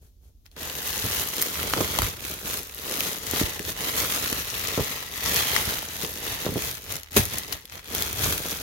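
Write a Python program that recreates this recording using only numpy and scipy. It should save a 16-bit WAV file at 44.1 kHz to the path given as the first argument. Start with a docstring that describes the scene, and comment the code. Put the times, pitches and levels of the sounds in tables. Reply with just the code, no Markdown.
"""Faint rustles over a low ventilation rumble come first; then black plastic sheeting is pulled over a pallet,
an arm's length from a phone in a large warehouse. Creases buckle in swarms of tiny noise clicks, single folds
snap in short noise bursts, slack panels flap as falling chirps and billow as low noise, and tugs, one of them
hard, crack the sheet taut in dying avalanches of clicks. Noise impulse responses add a faint hall tail."""
import sys
import numpy as np
from scipy import signal
from scipy.fft import rfft, irfft
from scipy.io import wavfile
from scipy.ndimage import uniform_filter1d

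SR = 44100
rng = np.random.default_rng(int(sys.argv[2]) if len(sys.argv) > 2 else 0)


def log_audio(samples):
    """Write samples as a 16-bit WAV file to the path given in sys.argv[1]."""
    # one column per channel
    frames = np.atleast_2d(samples).T
    # limit to full scale, then quantise
    limited = np.clip(frames, -1, 1)
    pcm = np.round(limited * 32767).astype(np.int16)
    wavfile.write(sys.argv[1], SR, pcm)


N = 380353
TIME, FREQ = np.arange(N) / SR, np.fft.rfftfreq(2 * N, 1 / SR)


def undb(db):
    """Decibels to gain."""
    return 10 ** (np.asarray(db) / 20)


def unit(x):
    """Scale to rms 1."""
    return x / np.sqrt(np.mean(x ** 2))


def curve(table):
    """Interpolate (s, value) rows to one value a sample."""
    s, value = np.transpose(table)
    return np.interp(TIME, s, value)


def spectrum(points):
    """Gain at every frequency from (Hz, dB) points."""
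    hz, db = np.transpose(points)
    return undb(np.interp(np.log(FREQ + 1), np.log(hz), db))


def shape(x, gain):
    """Causal (minimum-phase) filter with the given gain at every frequency."""
    cepstrum = irfft(np.log(gain + 1e-6))
    # fold the cepstrum onto positive time
    cepstrum[1:N] *= 2
    cepstrum[N + 1:] = 0
    response = np.exp(rfft(cepstrum))
    return irfft(rfft(x, 2 * N) * response)[..., :N]


def resonance(hz, width_hz):
    """Complex response of one resonance, 1 at its centre."""
    damping = 1j * FREQ * width_hz
    return damping / (hz ** 2 - FREQ ** 2 + damping)


def split(x, hz):
    """The parts below and above a frequency, each through two cascaded Butterworth filters."""
    parts = []
    for kind in ("low", "high"):
        sos = signal.butter(2, hz, kind, fs=SR, output="sos")
        parts.append(signal.sosfilt(np.vstack([sos, sos]), x))
    return parts


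def pan(left_minus_right_db):
    """Left and right gains for a level difference."""
    return undb(np.vstack([left_minus_right_db, -left_minus_right_db]) / 2)


def walk(rate_per_s):
    """Random levels, rate_per_s of them a second, joined by ramps; rms 1."""
    hold = int(SR / rate_per_s)
    levels = rng.standard_normal(N // hold + 1)
    steps = np.repeat(levels, hold)[:N]
    return unit(uniform_filter1d(steps, hold))


def burst(rise_s, decay_s, size):
    """Two unrelated noises under a quick rise and an exponential fall."""
    t = TIME[:size]
    envelope = (1 - np.exp(-t / rise_s)) * np.exp(-t / decay_s)
    return rng.standard_normal((2, size)) * envelope / envelope.max()


def add(out, s, sound):
    """Mix a sound in at a time."""
    start = max(int(s * SR), 0)
    out[..., start:start + sound.shape[-1]] += sound[..., :max(N - start, 0)]


def swarm(rate_per_s, spread_db, ring_s, tint_db, size=256):
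    """Creases buckle at random; each click has its own strength, smear, tint and direction."""
    starts = np.flatnonzero(rng.random(N) < rate_per_s / SR)
    count = len(starts)
    length, side, lag = rng.standard_normal((3, count, 1, 1))
    tint = rng.standard_normal((count, 1, 4))
    ears = np.array([[1], [-1]])
    # most clicks are weak, a few are strong
    strength = undb(spread_db * np.minimum(rng.standard_exponential((count, 1, 1)), 4))
    direction = undb(1.7 * side * ears)

    late_s = .00015 * np.maximum(ears * lag, 0)  # one ear hears it later
    age = np.maximum(TIME[:size] - late_s, 0) / (ring_s * np.exp(.4 * length))
    clicks = rng.standard_normal((count, 2, size)) * (1 - np.exp(-4 * age)) * np.exp(-age)

    # each click has its own random tint across four regions
    bins_hz = np.fft.rfftfreq(size, 1 / SR)
    regions = np.array([np.interp(bins_hz, [900, 2800, 6000, 13000], row) for row in np.eye(4)])
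    clicks = irfft(rfft(clicks) * undb(tint_db * tint @ regions)) * strength * direction

    places = (starts[:, None] + np.arange(size)).ravel()
    return unit(np.array([np.bincount(places, port.ravel(), N)[:N] for port in clicks.swapaxes(0, 1)]))


def microphones(pair):
    """Two ports a phone's length apart: alike in the bass, unrelated in the treble."""
    apart = np.clip(np.hypot(.24, (FREQ / 900) ** 2), 0, 1)  # side to mid ratio
    mid = shape(pair[0], 1 / np.sqrt(1 + apart ** 2))
    side = shape(pair[1], apart / np.sqrt(1 + apart ** 2))
    return np.array([mid + side, mid - side])


# Colour of the hall's ventilation. Each row: frequency in Hz, relative density in dB per Hz.
VENTILATION_COLOUR = [(15, -30), (25, -7), (77, -4), (118, -21.5), (271, -30.5), (1500, -60.5), (1760, -58),
                      (3540, -46.5), (6370, -46.5), (15000, -53.5)]
VENTILATION_RMS_DB = -52


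def ventilation():
    """Steady low air rumble, strongest between about 25 and 80 Hz."""
    rumble = shape(rng.standard_normal((2, N)), spectrum(VENTILATION_COLOUR))
    return unit(microphones(rumble)) * undb(VENTILATION_RMS_DB)


def warehouse(x, near_db, far_db, t60_s):
    """Quick reflections off stacked boxes, then the long dull tail of the hall."""
    near = burst(0.00152, 0.0093, size=6000)
    low, high = split(burst(0.022, t60_s / np.log(1000), size=70000), 5140)
    far = low + high * np.exp(-TIME[:low.shape[1]] / 0.27)  # treble dies sooner
    echoes = np.zeros((2, N))
    for db, response in [(near_db, near), (far_db, far)]:
        response = response / np.linalg.norm(response[0])
        echoes += undb(db) * signal.oaconvolve(x, response, axes=1)[:, :N]
    return echoes


SETTLE_FROM_S, SETTLE_PER_S, SETTLE_DB = .57, 230, -46.5


def settling():
    """Once disturbed, creases keep relaxing by themselves: faint ticks, heard in the lulls between strokes."""
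    ticks = swarm(SETTLE_PER_S, spread_db=3.5, ring_s=0.00058, tint_db=-0.5)
    low, high = split(ticks, 8340)
    return (low + undb(-7) * high) * undb(SETTLE_DB) * (TIME > SETTLE_FROM_S)


# Pulls and grabs of the hand. Each row: start in s, attack in s, hold in s, release in s, crinkle level in dB,
# and relative to it fine crackle in dB, panel flutter in dB, billowing air in dB; all before the source gains.
STROKES = [(0, .02, 0.0496, 0.0311, -66, 9.5, -1, 5), (0.181, .06, 0.0428, 0.0265, -67, 8.5, -1, -0.5),
           (.44, 0.0186, 0.01005, 0.01917, -55, -1.5, -20, -14.5),
           (.5, 0.02108, 0.0185, .05, -59, 2.5, -3.5, -13.5),
           (.55, 0.0151, 0.0246, 0.024, -42, -11.5, -6.5, -17),
           (.54, 0.072, 0.201, 0.0393, -35, 0, -8.5, -13.5),
           (.73, 0.1366, 0.3532, 0.067, -32, 1.5, -9.5, -14), (1.049, 0.361, .01, 0.198, -32, 2, -8.5, -17),
           (1.481, .09, 0.497, 0.0609, -31.5, -0.5, -7.5, -10.5),
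           (2.029, 0.2177, 0.0822, 0.174, -39, 1.5, -6.5, -9.5),
           (2.37, 0.1124, 0.093, 0.069, -37, 3, -6, -11), (2.571, 0.49, 0.0067, 0.098, -30, 1, -7, -19.5),
           (3.07, .32, .02, .15, -28.5, -1, -7.5, -12.5),
           (3.52, 0.1754, 0.0202, 0.01192, -35, 1.5, -8.5, -9.5),
           (3.681, 0.1327, 0.0822, 0.0151, -31, -1, -9, -16),
           (3.78, 0.2094, 0.167, 0.1388, -29, 1, -8.5, -13),
           (4.16, 0.077, 0.3773, 0.0612, -34, -0.5, -11, -14.5),
           (4.42, 0.282, 0.2526, .12, -32, -2.5, -11, -14), (5.0, .32, .25, 0.1068, -26.5, -1.5, -11, -14),
           (5.59, 0.0972, .06, 0.155, -30, -1.5, -9, -16), (5.81, .23, 0.0087, 0.1173, -35, 3, -7.5, -11),
           (6.08, .16, 0.1702, .14, -32, -1.5, -10.5, -13),
           (6.38, .26, 0.00964, 0.112, -32.5, 1.5, -10, -9.5),
           (6.829, .085, .045, .03, -37, -1.5, -7, -5.5), (7.09, .07, 0.0742, 0.0795, -33, 0.5, -7, -5.5),
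           (7.24, 0.1012, 0.009967, .13, -33, -1.5, -8, -13),
           (7.43, 0.0875, 0.0303, 0.02054, -38, -6.5, -7, -7.5),
           (7.682, 0.0439, 0.0583, 0.041, -43, -4.5, -8.5, -9.5),
           (7.82, 0.1273, 0.0687, .17, -33, -0.5, -6.5, -8.5),
           (7.971, 0.2788, 0.037, 0.14, -29, 1.5, -7.5, -7), (8.401, .05, 0.15, 0.0715, -36, 0.5, -7, -13)]
REST_DB = -92.5  # the sheet lying still
JERK_DB, JERK_PER_S = 1.114, 17


def handling():
    """Strokes gather speed, hold and die away, catching and slipping; gives four control levels in dB."""
    power = np.full((4, N), undb(REST_DB) ** 2)
    for s, attack_s, hold_s, release_s, db, fine_db, flutter_db, billow_db in STROKES:
        age = TIME - s
        rise = np.clip(age / attack_s, 0, 1) ** 2
        fall = np.exp(-np.maximum(age - attack_s - hold_s, 0) / release_s)
        levels_db = [[db], [db + fine_db], [db + flutter_db], [db + billow_db]]
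        power += (undb(levels_db) * (rise * fall + 1e-9)) ** 2
    creases, ticks, panels, air = 10 * np.log10(power)
    jerk = JERK_DB * walk(JERK_PER_S)
    # fine crackle stays relative to the creases
    return creases + jerk, ticks - creases, panels + jerk, air + jerk


# Colours of panel flutter and billowing air. Each row: frequency in Hz, relative density in dB per Hz.
FLUTTER_COLOUR = [(70, -28.5), (130, -4), (220, -1), (350, -3), (440, 0), (620, -5), (1000, -17),
                  (2500, -34)]
BILLOW_COLOUR = [(15, -34.5), (30, -12), (50, -4.5), (75, 2.5), (110, -1.5), (170, -9.5), (400, -41.5)]
FLUTTER_GAIN_DB, BILLOW_GAIN_DB = 1.02, 1.39
BILLOW_SURGE_DB, BILLOW_SURGE_PER_S = 1.5, 9


def body(flutter_db, billow_db):
    """Wide panels patter softly as the sheet moves, and shove air at the microphones."""
    patter = swarm(700, spread_db=2.2, ring_s=.001, tint_db=1)
    flutter = unit(shape(patter, spectrum(FLUTTER_COLOUR)))
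    billow = unit(shape(rng.standard_normal((2, N)), spectrum(BILLOW_COLOUR)))
    surge = undb(BILLOW_SURGE_DB * walk(BILLOW_SURGE_PER_S))
    return flutter * undb(flutter_db + FLUTTER_GAIN_DB) + billow * undb(billow_db + BILLOW_GAIN_DB) * surge


# Slack panels that flap.
# Each row: start in s, swing level in dB, nominal swing rate in Hz, after-flutter in dB re swing before its gain.
FLAPS = [(1.041, -24.5, 111.1, 4), (1.7363, -7, 1099, -27), (1.7656, -19.5, 400.4, -3),
         (1.7762, -16.5, 330.1, -7), (1.8067, -10.5, 445, -8.5), (1.9879, -9.5, 1203, -25),
         (1.995, -21, 71.5, -9), (2.027, -19.5, 70.8, -10.5), (2.046, -25, 70, -15),
         (2.448, -30.5, 129.8, -6.5), (3.3359, -15, 380.8, -15.5), (3.414, -10, 230.7, -17.5),
         (3.434, -19, 85.22, -14), (3.6, -25.5, 220, -8), (4.326, -19.5, 277, -15),
         (4.7772, -10.5, 379.9, -9.5), (4.7956, -14, 361, -7.5), (4.806, -22.5, 110, -7.5),
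         (5.675, -23.5, 90.11, 0), (6.035, -21.5, 261.6, -4), (6.451, -22, 379.5, -12),
         (6.465, -11.5, 425, -13), (6.49, -18, 221.2, -7.5), (6.52, -27.5, 199, 4.5),
         (6.5579, -14.5, 250.5, -2.5), (7.165, -11, 414, -4), (7.173, -17.5, 74.8, -24),
         (7.195, -18, 100, -4), (8.286, -22, 120.1, -8.5)]
# Ring of a stretched panel. Each row: centre in Hz, width in Hz, relative level in dB.
PANEL_MODES = [(119, 41, -3), (213, 31.5, -2), (313.6, 110, -7.5), (434.6, 67, -0.5), (597, 340, -14.5),
               (1000, 620, -11)]
SHAKE_GAIN_DB = 18.0


def flaps():
    """A panel sucks air and pushes it back, fast waves first, then flutters on in its broad resonances."""
    swing, shake = np.zeros((2, N)), np.zeros((2, N))
    for s, db, hz, flutter_db in FLAPS:
        cycles = TIME[:4000] * hz
        wave = -np.sin(2 * np.pi * cycles ** 0.64) * np.exp(-(cycles / 0.886) ** 4)
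        add(swing[0], s, undb(db) * wave)  # middle only
        # slow, wide panels cannot shake the higher resonances
        tremor, _ = split(burst(0.00143, 0.01567, size=6000), np.clip(2.57 * hz, 50, 5000))
        add(shake, s, undb(db + flutter_db) * tremor)
    ring_power = sum(undb(mode_db) ** 2 * abs(resonance(hz, width_hz)) ** 2
                     for hz, width_hz, mode_db in PANEL_MODES)
    return swing + undb(SHAKE_GAIN_DB) * shape(shake, ring_power ** .5)


# Tugs that pull the sheet taut, so that many creases give at once. Each row: start in s, level in dB, decay in s.
TUGS = [(1.806, -18.5, 0.0082), (3.396, -20.5, 0.016), (7.1632, -11.5, 0.027), (7.522, -24.5, 0.01464)]


def tugs():
    """An avalanche of bright clicks that dies away as the sheet comes to rest."""
    force = np.zeros(N)
    t = TIME[:SR]
    for s, db, decay_s in TUGS:
        add(force, s, undb(db) * (1 - np.exp(-t / 0.00073)) * np.exp(-t / decay_s))
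    clicks = swarm(2200, spread_db=1.8, ring_s=.0005, tint_db=2.5, size=128)
    low, high = split(force * clicks, 6300)
    return low + undb(3.5) * high


# Single folds that snap. Each row: start in s, level in dB before SNAP_GAIN_DB, low band in dB re mid,
# treble band in dB re mid, left minus right in dB.
SNAPS = [(0.4625, -34, -22, -20, 15), (0.5143, -35, -13.5, -5, -6.5), (0.5679, -35, 4.5, -0.5, -2),
         (1.2748, -16.5, -3, 4, 1.5), (1.4162, -15, -13, 13.5, -6.5), (1.4234, -6, -14.5, 7, -3),
         (1.7358, -2, -2, -12, -3), (1.7779, -17, 12, -6.5, 0.5), (1.9874, -3, 6, 0, -0.5),
         (2.0192, -10.5, 10.5, 6, -3.5), (2.591, -18, -7.5, 1, -2), (2.8965, -20, -21.5, -1, 4),
         (3.0056, -2.5, -12, -6, -4.5), (3.3112, -16, -16, 8.5, 6), (3.5934, -15.5, 7, -2, 6),
         (4.3278, -5.5, -2.5, -1, -1.5), (4.9671, -18.5, -11, -6.5, -5), (5.2708, -15.5, -5.5, -14, -1),
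         (5.5632, -5.5, 5.5, -5, 13.5), (6.047, -10.5, 1, -13, -0.5), (6.8414, -28, -16.5, 2.5, 4.5),
         (6.9233, -17.5, -20, 7, -1), (6.9657, -19.5, -13.5, 7.5, 0), (7.0327, -19, -16.5, -3.5, 0),
         (7.108, -32.5, 0, 1, 1), (7.1684, 1.5, -19, -10, 1), (7.2534, -17, -20, 10.5, -1),
         (7.3364, -16.5, -17.5, 3.5, -3.5), (7.3837, -11, -24, 7, 0), (7.5266, -10.5, -23.5, -8, 5.5),
         (7.654, -21, -15.5, -3.5, 0), (7.8436, -28, -0.5, 2.5, 2.5), (7.9493, -13.5, -18, 10, -0.5),
         (8.0224, -7, -24, 1.5, -0.5), (8.1284, -17, -17.5, 9, 0), (8.3789, -10.5, -0.5, 0, -5)]
SNAP_GAIN_DB = -1


def snaps():
    """A big fold creaks for a millisecond and flips through with a sharp crack; its neighbours rustle after it."""
    out = np.zeros((2, N))
    for s, db, low_db, treble_db, pan_db in SNAPS:
        creak = undb(-4) * burst(.0004, .0008, size=2000)
        rustle = undb(-22) * burst(.001, .005, size=2000)
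        sound = creak + rustle
        sound[:, 35:] += burst(.00005, .0002, size=1965)  # the crack, 0.8 ms late
        lower, high = split(sound, 6220)
        low, mid = split(lower, 2160)
        coloured = low * undb(low_db) + mid + high * undb(treble_db)
        add(out, s, coloured * undb(db + SNAP_GAIN_DB) * pan(pan_db))
    return out


CRINKLE_GAIN_DB = 4.5


def crinkle(level_db, fine_db):
    """Faster handling buckles more creases a second; sharp ones tick on top, film hisses on film beneath."""
    busy = undb(.55 * (level_db + 35))
    buckling = np.clip((level_db + 62) / 10, 0, 1)  # gentle handling only hisses
    # dividing by sqrt(busy) keeps the rate from changing the level
    creases = unit(swarm(1600 * busy, spread_db=3.3, ring_s=.0007, tint_db=3.5) / np.sqrt(busy))
    sharp = unit(swarm(450 * busy, spread_db=4.0, ring_s=.00013, tint_db=2.5) / np.sqrt(busy))
    _, ticks = split(sharp, 3800)
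    slide, _ = split(rng.standard_normal((2, N)), 15630)
    grain = buckling * (creases + undb(-3.5) * ticks) + undb(-4.5) * slide
    low, high = split(grain * undb(0.636 * walk(90)), 5200)
    return (low + high * undb(fine_db)) * undb(level_db + CRINKLE_GAIN_DB)


def glance(x, lag_s, sway):
    """The echo off the sheet itself; its path drifts at random as the hand moves, so the colour shifts."""
    return np.array([np.interp(TIME - lag_s * np.exp(sway * walk(1.5)), TIME, port) for port in x])


# A pocket gathered in the hand. Each row: time in s, resonance gain in dB.
POCKET = [(0, -37), (2.8, -7), (3.9, -10.5), (4.6, -1), (5.1, 0), (5.55, -3.5), (5.8, -16.5), (6.2, -7.5),
          (7.2, -2), (8.6, -20.5)]


def pocket(film):
    """The gathered pocket rings hollow: a resonant peak with a dip just below it."""
    hollow = resonance(1960, 255) - 0.816 * resonance(1546, 315)
    ring = irfft(rfft(film, 2 * N) * hollow)[:, :N]
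    return undb(curve(POCKET)) * ring


# Side on which the hand works. Each row: time in s, left minus right in dB.
HAND_SIDE = [(0.6, -0.5), (2.3, -2.11), (3.3, 0.5), (4.0, -2.15), (4.9, 1.5), (5.5, -1.81), (7.2, 0),
             (8.6, -1)]
# Colour of the crinkling. Each row: frequency in Hz, filter gain in dB.
FILM_COLOUR = [(250, -29), (600, -3.5), (1000, -3.5), (2000, -0.5), (3200, 2.5), (5000, -0.5), (9000, -2),
               (16000, -10)]


def film_sound(level_db, fine_db):
    """All creases sound through the film's colour, its own echo and the hollow pocket."""
    creases = crinkle(level_db, fine_db) * pan(curve(HAND_SIDE))
    film = shape(creases + settling() + snaps() + tugs(), spectrum(FILM_COLOUR))
    film = film + .28 * glance(film, lag_s=.0011, sway=.2)
    return film + pocket(film)


def scene():
    """The sheet, barely stirring at first, is handled close by in the rumbling hall."""
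    level_db, fine_db, flutter_db, billow_db = handling()
    panels = microphones(body(flutter_db, billow_db) + flaps())
    sheet = film_sound(level_db, fine_db) + panels
    return ventilation() + warehouse(sheet, near_db=-13.0, far_db=-24.5, t60_s=1.0) + sheet


# Colours of the two microphone ports. Each row: frequency in Hz, filter gain in dB.
LEFT_PORT = [(100, -1.5), (800, -1.5), (1400, 4.5), (2400, -2), (5000, 0), (6700, 3), (7400, -5.5),
             (8200, -5.5), (10500, 0.5), (12500, 8.5), (16000, 2.5)]
RIGHT_PORT = [(100, 0), (800, 1), (1400, 4), (2400, -0.5), (4000, -1.5), (5900, -8.5), (7000, -5),
              (8200, -6), (12000, 1.5), (15300, 5)]
RUMBLE_CUT_HZ, TOP_HZ = 36, 16000


def record(dry):
    """Each port has its own colour; the phone sheds the deepest rumble, rounds the peaks and cuts the top."""
    heard = np.array([shape(dry[0], spectrum(LEFT_PORT)), shape(dry[1], spectrum(RIGHT_PORT))])
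    rumble_cut = signal.butter(3, RUMBLE_CUT_HZ, "high", fs=SR, output="sos")
    rounded = np.tanh(signal.sosfilt(rumble_cut, heard))
    top_cut = signal.ellip(10, .2, 80, TOP_HZ, fs=SR, output="sos")
    return signal.sosfilt(top_cut, rounded)


dry = scene()
out = record(dry)
log_audio(out)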